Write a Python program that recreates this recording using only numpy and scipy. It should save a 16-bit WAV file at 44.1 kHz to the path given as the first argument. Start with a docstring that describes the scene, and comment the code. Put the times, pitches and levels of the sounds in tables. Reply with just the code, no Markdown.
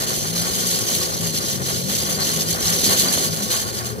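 """Loose wires chatter and jingle as a wire shopping cart is pushed over rough asphalt.
Grit shakes the basket; cracks jolt it into ringing rattles, thump the cart body and clack the casters.
The hard wheels rumble through the frame and hum with their speed. A light wind brushes the
microphone just above the handle. At the end the cart slows with a short rising moan."""
import sys
import numpy as np
from scipy import signal
from scipy.fft import rfft, irfft
from scipy.io import wavfile

SR = 44100
rng = np.random.default_rng(int(sys.argv[2]) if len(sys.argv) > 2 else 0)


def persist_wave(psi):
    """Save psi, clipped to +-1, as 16-bit WAV."""
    counts = np.round(np.clip(psi, -1, 1) * 32767).astype(np.int16)
    wavfile.write(sys.argv[1], SR, np.atleast_2d(counts).T)


N = 176400

# Spectrum of wire clashing on wire. Each row: frequency in Hz, relative density in dB.
CLASH_SPECTRUM = [(700, -57), (1500, -16), (2050, -9), (2700, -13.5), (2950, -4.5), (3850, -5.5),
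                  (4200, -5), (4700, -1.5), (5350, -6.5), (5700, -3), (6900, 1.5), (7300, -1.5),
                  (8400, -10.5), (9400, -10), (9900, -4), (11500, -7), (13200, -6.5), (14100, -11.5),
                  (15600, -15)]
# Basket wire resonances. Each row: frequency in Hz, relative level in dB, t60 in seconds.
BASKET_MODES = [(3200, -9, .035), (4125, -2, .06), (4250, -1, .05), (4460, -4, .06), (4650, -7, .05),
                (4850, -8, .04), (5770, -5.5, .07), (6220, -7, .04), (8740, -17, .15), (9120, -16, .16),
                (10890, -13, .14), (11470, -14, .12), (11820, -15, .15), (11980, -10.5, .1)]


def undb(db):
    """Decibels to gain."""
    return 10 ** (np.asarray(db) / 20)


def unit(x):
    """Scale to rms 1."""
    return x / np.sqrt(np.mean(x ** 2) + 1e-18)


def curve(table, column=1):
    """One column of a time table at every sample."""
    rows = np.array(table, float)
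    return np.interp(np.arange(N) / SR, rows[:, 0], rows[:, column])


def per_bin(table):
    """A (Hz, value) table at every FFT bin, interpolated in log frequency."""
    rows = np.array(table, float)
    bin_hz = np.arange(N // 2 + 1) * SR / N
    return np.interp(np.log(bin_hz + 1e-9), np.log(rows[:, 0]), rows[:, 1])


def colour(x, spectrum):
    """Minimum-phase filter with the given (Hz, dB) spectrum."""
    cepstrum = irfft(np.log(undb(per_bin(spectrum))), N)
    cepstrum[1:N // 2] *= 2
    cepstrum[N // 2 + 1:] = 0
    response = irfft(np.exp(rfft(cepstrum)), N)[None, :4096]
    return signal.fftconvolve(x, response, axes=1)[:, :N]


def shaped(x, spectrum):
    """Colour a sound, keeping its rms."""
    return unit(colour(x, spectrum)) * np.sqrt(np.mean(x ** 2))


def walk(rate_hz):
    """Random drift, rms 1, with rate_hz new values a second."""
    steps = rng.standard_normal(4096)
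    return unit(np.interp(np.arange(N) / SR * rate_hz, np.arange(len(steps)), steps))


def impacts(per_s, spread_db):
    """Randomly timed pushes of uneven size and sign, rms 1."""
    chance, size = rng.random(N), rng.standard_normal(N)
    return unit((chance < per_s / SR) * undb(spread_db * np.minimum(size, 2)) * rng.choice([-1, 1], N))


def strike(pushes, response):
    """Play pushes through a mid/side response."""
    return signal.oaconvolve(pushes[None], response, axes=1)[:, :N]


def add(out, start_s, sound):
    """Mix a mid/side sound in at start_s."""
    room = out[:, int(start_s * SR):][:, :sound.shape[1]]
    room += sound[:, :room.shape[1]]


def dense_body(t60_s):
    """Mid/side response of a part with countless short modes, energy 1 in each."""
    t = np.arange(SR // 10) / SR
    ring = rng.standard_normal((2, len(t))) * np.exp(-np.log(1000) * t / t60_s)
    return ring / np.sqrt(np.sum(ring ** 2, axis=1, keepdims=True))


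def mode(hz, t60_s):
    """One ringing mode, mid and side a quarter cycle apart, energy 1 in each."""
    t = np.arange(SR // 8) / SR
    ring = np.exp(-np.log(1000) * t / t60_s) * np.cos(2 * np.pi * hz * t + np.array([[0], [np.pi / 2]]))
    return ring / np.sqrt(np.sum(ring ** 2, axis=1, keepdims=True))


def jingle(modes, force):
    """Each mode is struck at its own random moments."""
    ring = sum(undb(db) * strike(force * impacts(per_s=130, spread_db=3.5), mode(hz, t60_s))
               for hz, db, t60_s in modes)
    return ring / np.sqrt(sum(undb(db) ** 2 for _, db, _ in modes))


def blows(hits, modes):
    """Single blows ring all of a part's modes together; mono."""
    out = np.zeros((2, N))
    ring = sum(undb(db) * mode(hz, t60_s) for hz, db, t60_s in modes)
    for start_s, db in hits:
        add(out, start_s, undb(db) * ring)
    return out[0]


def unsteady_tone(track, waver=0.0086, flicker_db=1.5):
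    """Phase and gain along a (seconds, Hz, dB) track; both waver slightly."""
    hz = curve(track) * (1 + waver * walk(34.15))
    gain = undb(curve(track, column=2) + flicker_db * walk(30))
    return 2 * np.pi * np.cumsum(hz) / SR, gain


def basket(parts=8, chatter_db=0.86, drift_db=2.5, tint_db=2):
    """Shaken loose parts take turns clashing, each in its own bands, while the wires ring."""
    # Shaking from the ground. Each row: time in seconds, relative level in dB.
    shake = [(0.0, -24), (0.05, -27.5), (0.09, -24.5), (0.35, -31.5), (0.365, -23.5), (0.47, -26.5),
             (0.66, -26), (0.72, -22.5), (0.86, -28), (0.88, -25), (1.04, -26), (1.09, -30.5),
             (1.28, -26.5), (1.31, -32), (1.37, -23), (1.4, -29.5), (1.55, -25.5), (1.57, -33), (1.6, -33),
             (1.69, -25.5), (1.75, -28), (1.76, -25), (1.79, -29.5), (1.88, -29.5), (1.89, -24),
             (1.95, -26), (2.19, -26.5), (2.22, -23), (2.42, -24.5), (2.45, -31), (2.51, -23), (2.58, -32),
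             (2.6, -26), (2.66, -22), (2.78, -23.5), (2.828, -25), (2.838, -20.5), (2.93, -20),
             (2.95, -24.5), (2.99, -16.5), (3.02, -21.5), (3.24, -23), (3.33, -31), (3.45, -26.5),
             (3.495, -31), (3.508, -21.5), (3.57, -24.5), (3.62, -29), (3.65, -37), (3.68, -28),
             (3.7, -36.5), (3.78, -27.5), (3.82, -37), (3.85, -30.5), (3.91, -35), (3.94, -44),
             (4.0, -43.5)]
    force = undb(curve(shake) + chatter_db * walk(70))
    tints = rng.standard_normal((parts, len(CLASH_SPECTRUM)))
    clash = 0
    for tint in tints - tints.mean(axis=0):
        hits = unit(impacts(per_s=190, spread_db=1) * undb(drift_db * walk(25.18)))
        hits = (hits * force + jolts()) / np.sqrt(parts)
        spectrum = [(hz, db + tint_db * k) for (hz, db), k in zip(CLASH_SPECTRUM, tint)]
        clash = clash + shaped(strike(hits, dense_body(t60_s=0.036)), spectrum)
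    return undb(2.5) * clash + undb(-7) * jingle(BASKET_MODES, force) + pings(force) + rattles()


def pings(force, per_s=50, low_hz=4000, high_hz=6100, gain_db=21, spread_db=3):
    """Thin wires ring briefly, at a pitch set by where they are touched."""
    out = np.zeros((2, N))
    for when, where, size in rng.random((int(per_s * N / SR), 3)):
        gain = force[int(when * N)] * undb(gain_db + spread_db * (2 * size - 1))
        add(out, when * N / SR, gain * mode(low_hz + where * (high_hz - low_hz), t60_s=.08))
    return shaped(out, CLASH_SPECTRUM)


def casters(count=4, patches_per_s=20, patch_db=3):
    """Casters knock in their forks and ring them, over rough and smooth patches and cracks."""
    # Knocking force. Each row: time in seconds, relative level in dB.
    knocking = [(0.0, -36.5), (0.32, -41), (0.49, -36), (0.51, -39), (1.02, -35.5), (1.05, -39),
                (1.27, -42.5), (1.3, -48), (1.44, -37.5), (1.64, -45), (1.69, -36), (1.82, -43.5),
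                (2.24, -37), (2.85, -39), (2.91, -28), (2.95, -36.5), (3.2, -36.5), (3.48, -39.5),
                (3.54, -32.5), (3.63, -40.5), (3.78, -38), (4.0, -42.5)]
    # Knock spectrum. Each row: frequency in Hz, relative density in dB.
    spectrum = [(300, -33), (600, 2.5), (760, 2.5), (920, -3), (1100, 1.5), (1280, 1), (1420, 2.5),
                (1900, -2.5), (2600, -11.5), (5000, -26)]
    # Fork resonances. Each row: frequency in Hz, relative level in dB, t60 in seconds.
    fork_modes = [(358, 3, .1), (410, 2, .07), (507, 1.5, .08), (662, -3, .08), (760, -2.5, .08),
                  (1110, 0, .06), (1417, -4, .07)]
    force = undb(curve(knocking))
    patchy_force = force * unit(undb(patch_db * walk(patches_per_s)))
    knocks = 0
    for _ in range(count):
        hits = patchy_force * impacts(per_s=200, spread_db=3.5) + undb(-20) * jolts()
        knocks = knocks + strike(hits, dense_body(t60_s=0.051))
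    return undb(4) * shaped(knocks / np.sqrt(count), spectrum) + undb(3) * jingle(fork_modes, force)


def rolling(parts=6):
    """Coarse grit drums through the frame, jolts thump it; fine grain makes a steady low drone."""
    # Rumble envelope. Each row: time in seconds, relative level in dB.
    roll = [(0.0, -29), (0.02, -34), (0.32, -35.5), (0.65, -34), (1.65, -33.5), (2.61, -32), (2.66, -46),
            (2.73, -30.5), (3.26, -31.5), (3.27, -34), (3.88, -39.5), (4.0, -33)]
    # Spectra of frame rumble and wheel drone. Each row: frequency in Hz, relative density in dB.
    frame_spectrum = [(100, -32), (190, 3), (260, 3.5), (400, 1), (470, -2.5), (540, 1), (620, -11),
                      (900, -11.5), (2000, -42.5)]
    drone_spectrum = [(20, -66), (42, -26), (62, -7), (85, 2.5), (125, 1.5), (160, -1.5), (215, 3),
                      (280, -12), (600, -28.5)]
    drone = unit(colour(rng.standard_normal((2, N)), drone_spectrum))
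    thumps = strike(jolts(landings=1), mode(hz=215, t60_s=0.031))
    grit = sum(strike(impacts(per_s=250, spread_db=1.5), dense_body(t60_s=0.046)) for _ in range(parts))
    rumble = undb(curve(roll) + 0.5) * shaped(unit(grit), frame_spectrum)
    return rumble + undb(-35.5) * drone + undb(3) * thumps


def wheel_hum(pitch_multiple=3, drift_db=0.33):
    """Two worn treads hum on multiples of a rate that follows each wheel's speed."""
    # Hum tracks. Each row: time in seconds, pitch of the strongest partial in Hz, level in dB.
    loudest_wheel = [(0, 146.4, -38), (.22, 150.8, -34), (.36, 172, -27), (.5, 179, -37.5),
                     (.66, 175.6, -29), (.75, 175.5, -27), (.82, 173.8, -50), (.98, 165, -32),
                     (1.12, 166, -36), (1.25, 167, -26.5), (1.42, 148.2, -40.5), (1.64, 133.7, -32.5),
                     (1.8, 132, -33.5), (2.02, 155.4, -35.5), (2.22, 157.6, -31.5), (2.3, 161, -40),
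                     (2.37, 163, -26), (2.44, 164, -39), (2.5, 166, -26), (2.59, 165.4, -40),
                     (2.7, 168, -28.5), (2.85, 163.1, -40), (3.2, 156, -39), (3.34, 157.4, -27.5),
                     (3.42, 152, -50), (3.7, 116, -50), (3.86, 118.2, -32), (4, 123.6, -45)]
    second_wheel = [(1.35, 200.7, -58), (1.56, 191.8, -30.5), (1.72, 176.8, -38), (1.84, 181.8, -28),
                    (1.96, 200.6, -37.5), (2.3, 194.4, -37.5), (2.8, 199.7, -42), (2.87, 198, -30),
                    (2.93, 186.2, -35), (3.12, 185, -31.5), (3.37, 206.6, -43), (3.415, 204, -26),
                    (3.445, 201, -27.5), (3.48, 198, -62)]
    # Tread ripples. Each row: multiple of the tread rate, relative level in dB.
    tread = [(2, -15), (3, 0), (4, -11)]
    hum = np.zeros(N)
    for track in (loudest_wheel, second_wheel):
        phase, gain = unsteady_tone(track)
        for multiple, db in tread:
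            partial_gain = gain * undb(db + drift_db * walk(10))
            hum += partial_gain * np.sin(multiple * phase / pitch_multiple + 2 * np.pi * rng.random())
    return hum


def wind(level_db=-49.5, flutter_db=3, gust_at_s=2.53, gust_width_s=0.31, gust_db=7.5):
    """A breeze with one gust brushes the microphone; independent noise left and right."""
    # Wind spectrum. Each row: frequency in Hz, relative density in dB.
    spectrum = [(20, -19), (50, -3), (70, 6), (130, -5), (300, -26), (1000, -36)]
    gust = np.exp(-((np.arange(N) / SR - gust_at_s) / gust_width_s) ** 2)
    gain = undb(level_db + gust_db * gust + flutter_db * walk(3.7))
    return gain * unit(colour(rng.standard_normal((2, N)), spectrum))


def jolts(landings=4, max_gap_s=.007, gain_db=6, bounce_loss_db=1.5):
    """Pushes from a loose part that each crack throws up; it lands and bounces."""
    # Cracks and stones. 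Each row: start in seconds, relative peak in dB.
    cracks = [(0.1386, -17), (0.363, -24), (1.8924, -23), (2.2198, -15), (2.8345, -7), (2.8704, -25),
              (2.8871, -12.5), (2.9063, -15), (2.922, -23), (2.9775, -29), (3.5037, -15)]
    out = np.zeros(N)
    for (start_s, db), gaps in zip(cracks, rng.random((len(cracks), landings))):
        landing_s = start_s + max_gap_s * (np.cumsum(gaps) - gaps[0] / 2)
        at = np.clip((landing_s * SR).astype(int), 0, N - 1)
        out[at] += undb(db + gain_db - bounce_loss_db * np.arange(landings))
    return out


def rattles(touches=4, gain_db=5.5, tint_db=4, detune=.008):
    """A bump makes the stoutest wires strike; each touch favours other wires and bends their pitch."""
    # Rattle bursts. Each row: start in seconds, length in seconds, relative level in dB.
    bursts = [(0.358, .05, -9), (0.871, 0.036, -19.5), (1.364, 0.022, -20), (2.218, 0.0085, -10.5),
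              (2.834, 0.019, -12.5), (2.887, 0.056, -10), (2.989, .015, -14)]
    stout_wires = BASKET_MODES[1:8]
    out = np.zeros((2, N))
    for start_s, length_s, db in bursts:
        jitter = rng.random(touches)
        jitter[0] = 0
        for at_s in start_s + length_s * (np.arange(touches) + jitter) / touches:
            ring = 0
            for hz, wire_db, t60_s in stout_wires:
                tint, bend, polarity = rng.uniform(-1, 1, 3)
                gain = np.sign(polarity) * undb(wire_db + tint_db * tint)
                ring = ring + gain * mode(hz * (1 + detune * bend), t60_s)
            add(out, at_s, undb(db + gain_db) * ring)
    return out


def caster_clacks():
    """A caster hits a stone and its axle rings sharply."""
    # Stone hits. Each row: start in seconds, relative level in dB.
    hits = [(0.365, -38), (1.013, -31), (2.209, -30), (2.751, -35), (2.926, -38), (3.058, -31), (3.54, -31)]
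    # Axle resonances. Each row: frequency in Hz, relative level in dB, t60 in seconds.
    axle_modes = [(1105, 0, .08), (1165, -2, .06)]
    return undb(18.5) * blows(hits, axle_modes)


def body_thumps():
    """Broken pavement knocks hollow thumps out of the cart body."""
    # Blows on the body. Each row: start in seconds, relative level in dB.
    hits = [(2.834, -28), (2.864, -24), (2.923, -27), (3.086, -25.5), (3.153, -28), (3.177, -18),
            (3.203, -24), (3.255, -30)]
    # Body resonances. Each row: frequency in Hz, relative level in dB, t60 in seconds.
    body_modes = [(290, -2, .06), (362, 0, .08), (440, -3, .06), (515, -2, .06)]
    return undb(14.5) * blows(hits, body_modes)


def moan():
    """A nearly pure tone rises and swells as the cart slows."""
    # Moan track. Each row: time in seconds, pitch in Hz, level in dB.
    track = [(3.78, 405, -65), (3.9, 427, -38), (3.98, 434, -33.5), (4, 442, -28)]
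    phase, gain = unsteady_tone(track)
    return gain * np.sin(phase)


def scene():
    """The cart in stereo, its bass leaning left, plus wind."""
    # Left/right likeness. Each row: frequency in Hz, correlation before clipping.
    channel_likeness = [(60, 1), (150, -0.5), (300, 0.68), (500, 0.25), (700, -0.19), (1300, -0.83),
                        (2300, -0.012), (3100, 0.21), (4300, 0.37), (5200, -0.52), (6200, 0.4),
                        (7300, -1.41), (8200, 0.98), (9800, 0.26), (12200, -0.072), (14200, 0.12)]
    # Lean to the left. Each row: frequency in Hz, left minus right in dB.
    lean = [(60, -0.5), (110, 15), (180, 6), (260, 1), (500, 0)]
    mid, side = rfft(basket() + casters() + rolling())
    centred = wheel_hum() + caster_clacks() + body_thumps() + moan()
    likeness = np.clip(per_bin(channel_likeness), -.95, .95)
    mid = mid * np.sqrt((1 + likeness) / 2) + rfft(centred)
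    side = side * np.sqrt((1 - likeness) / 2)
    left_right = np.array([[1], [-1]])
    balance = undb(left_right * per_bin(lean) / 2)
    return irfft((mid + left_right * side) * balance, N) + wind()


def record(dry):
    """Steep low-pass on the top treble."""
    cutoff_hz = 15600
    return signal.sosfilt(signal.ellip(14, .2, 80, cutoff_hz, fs=SR, output="sos"), dry)


dry = scene()
out = record(dry)
persist_wave(out)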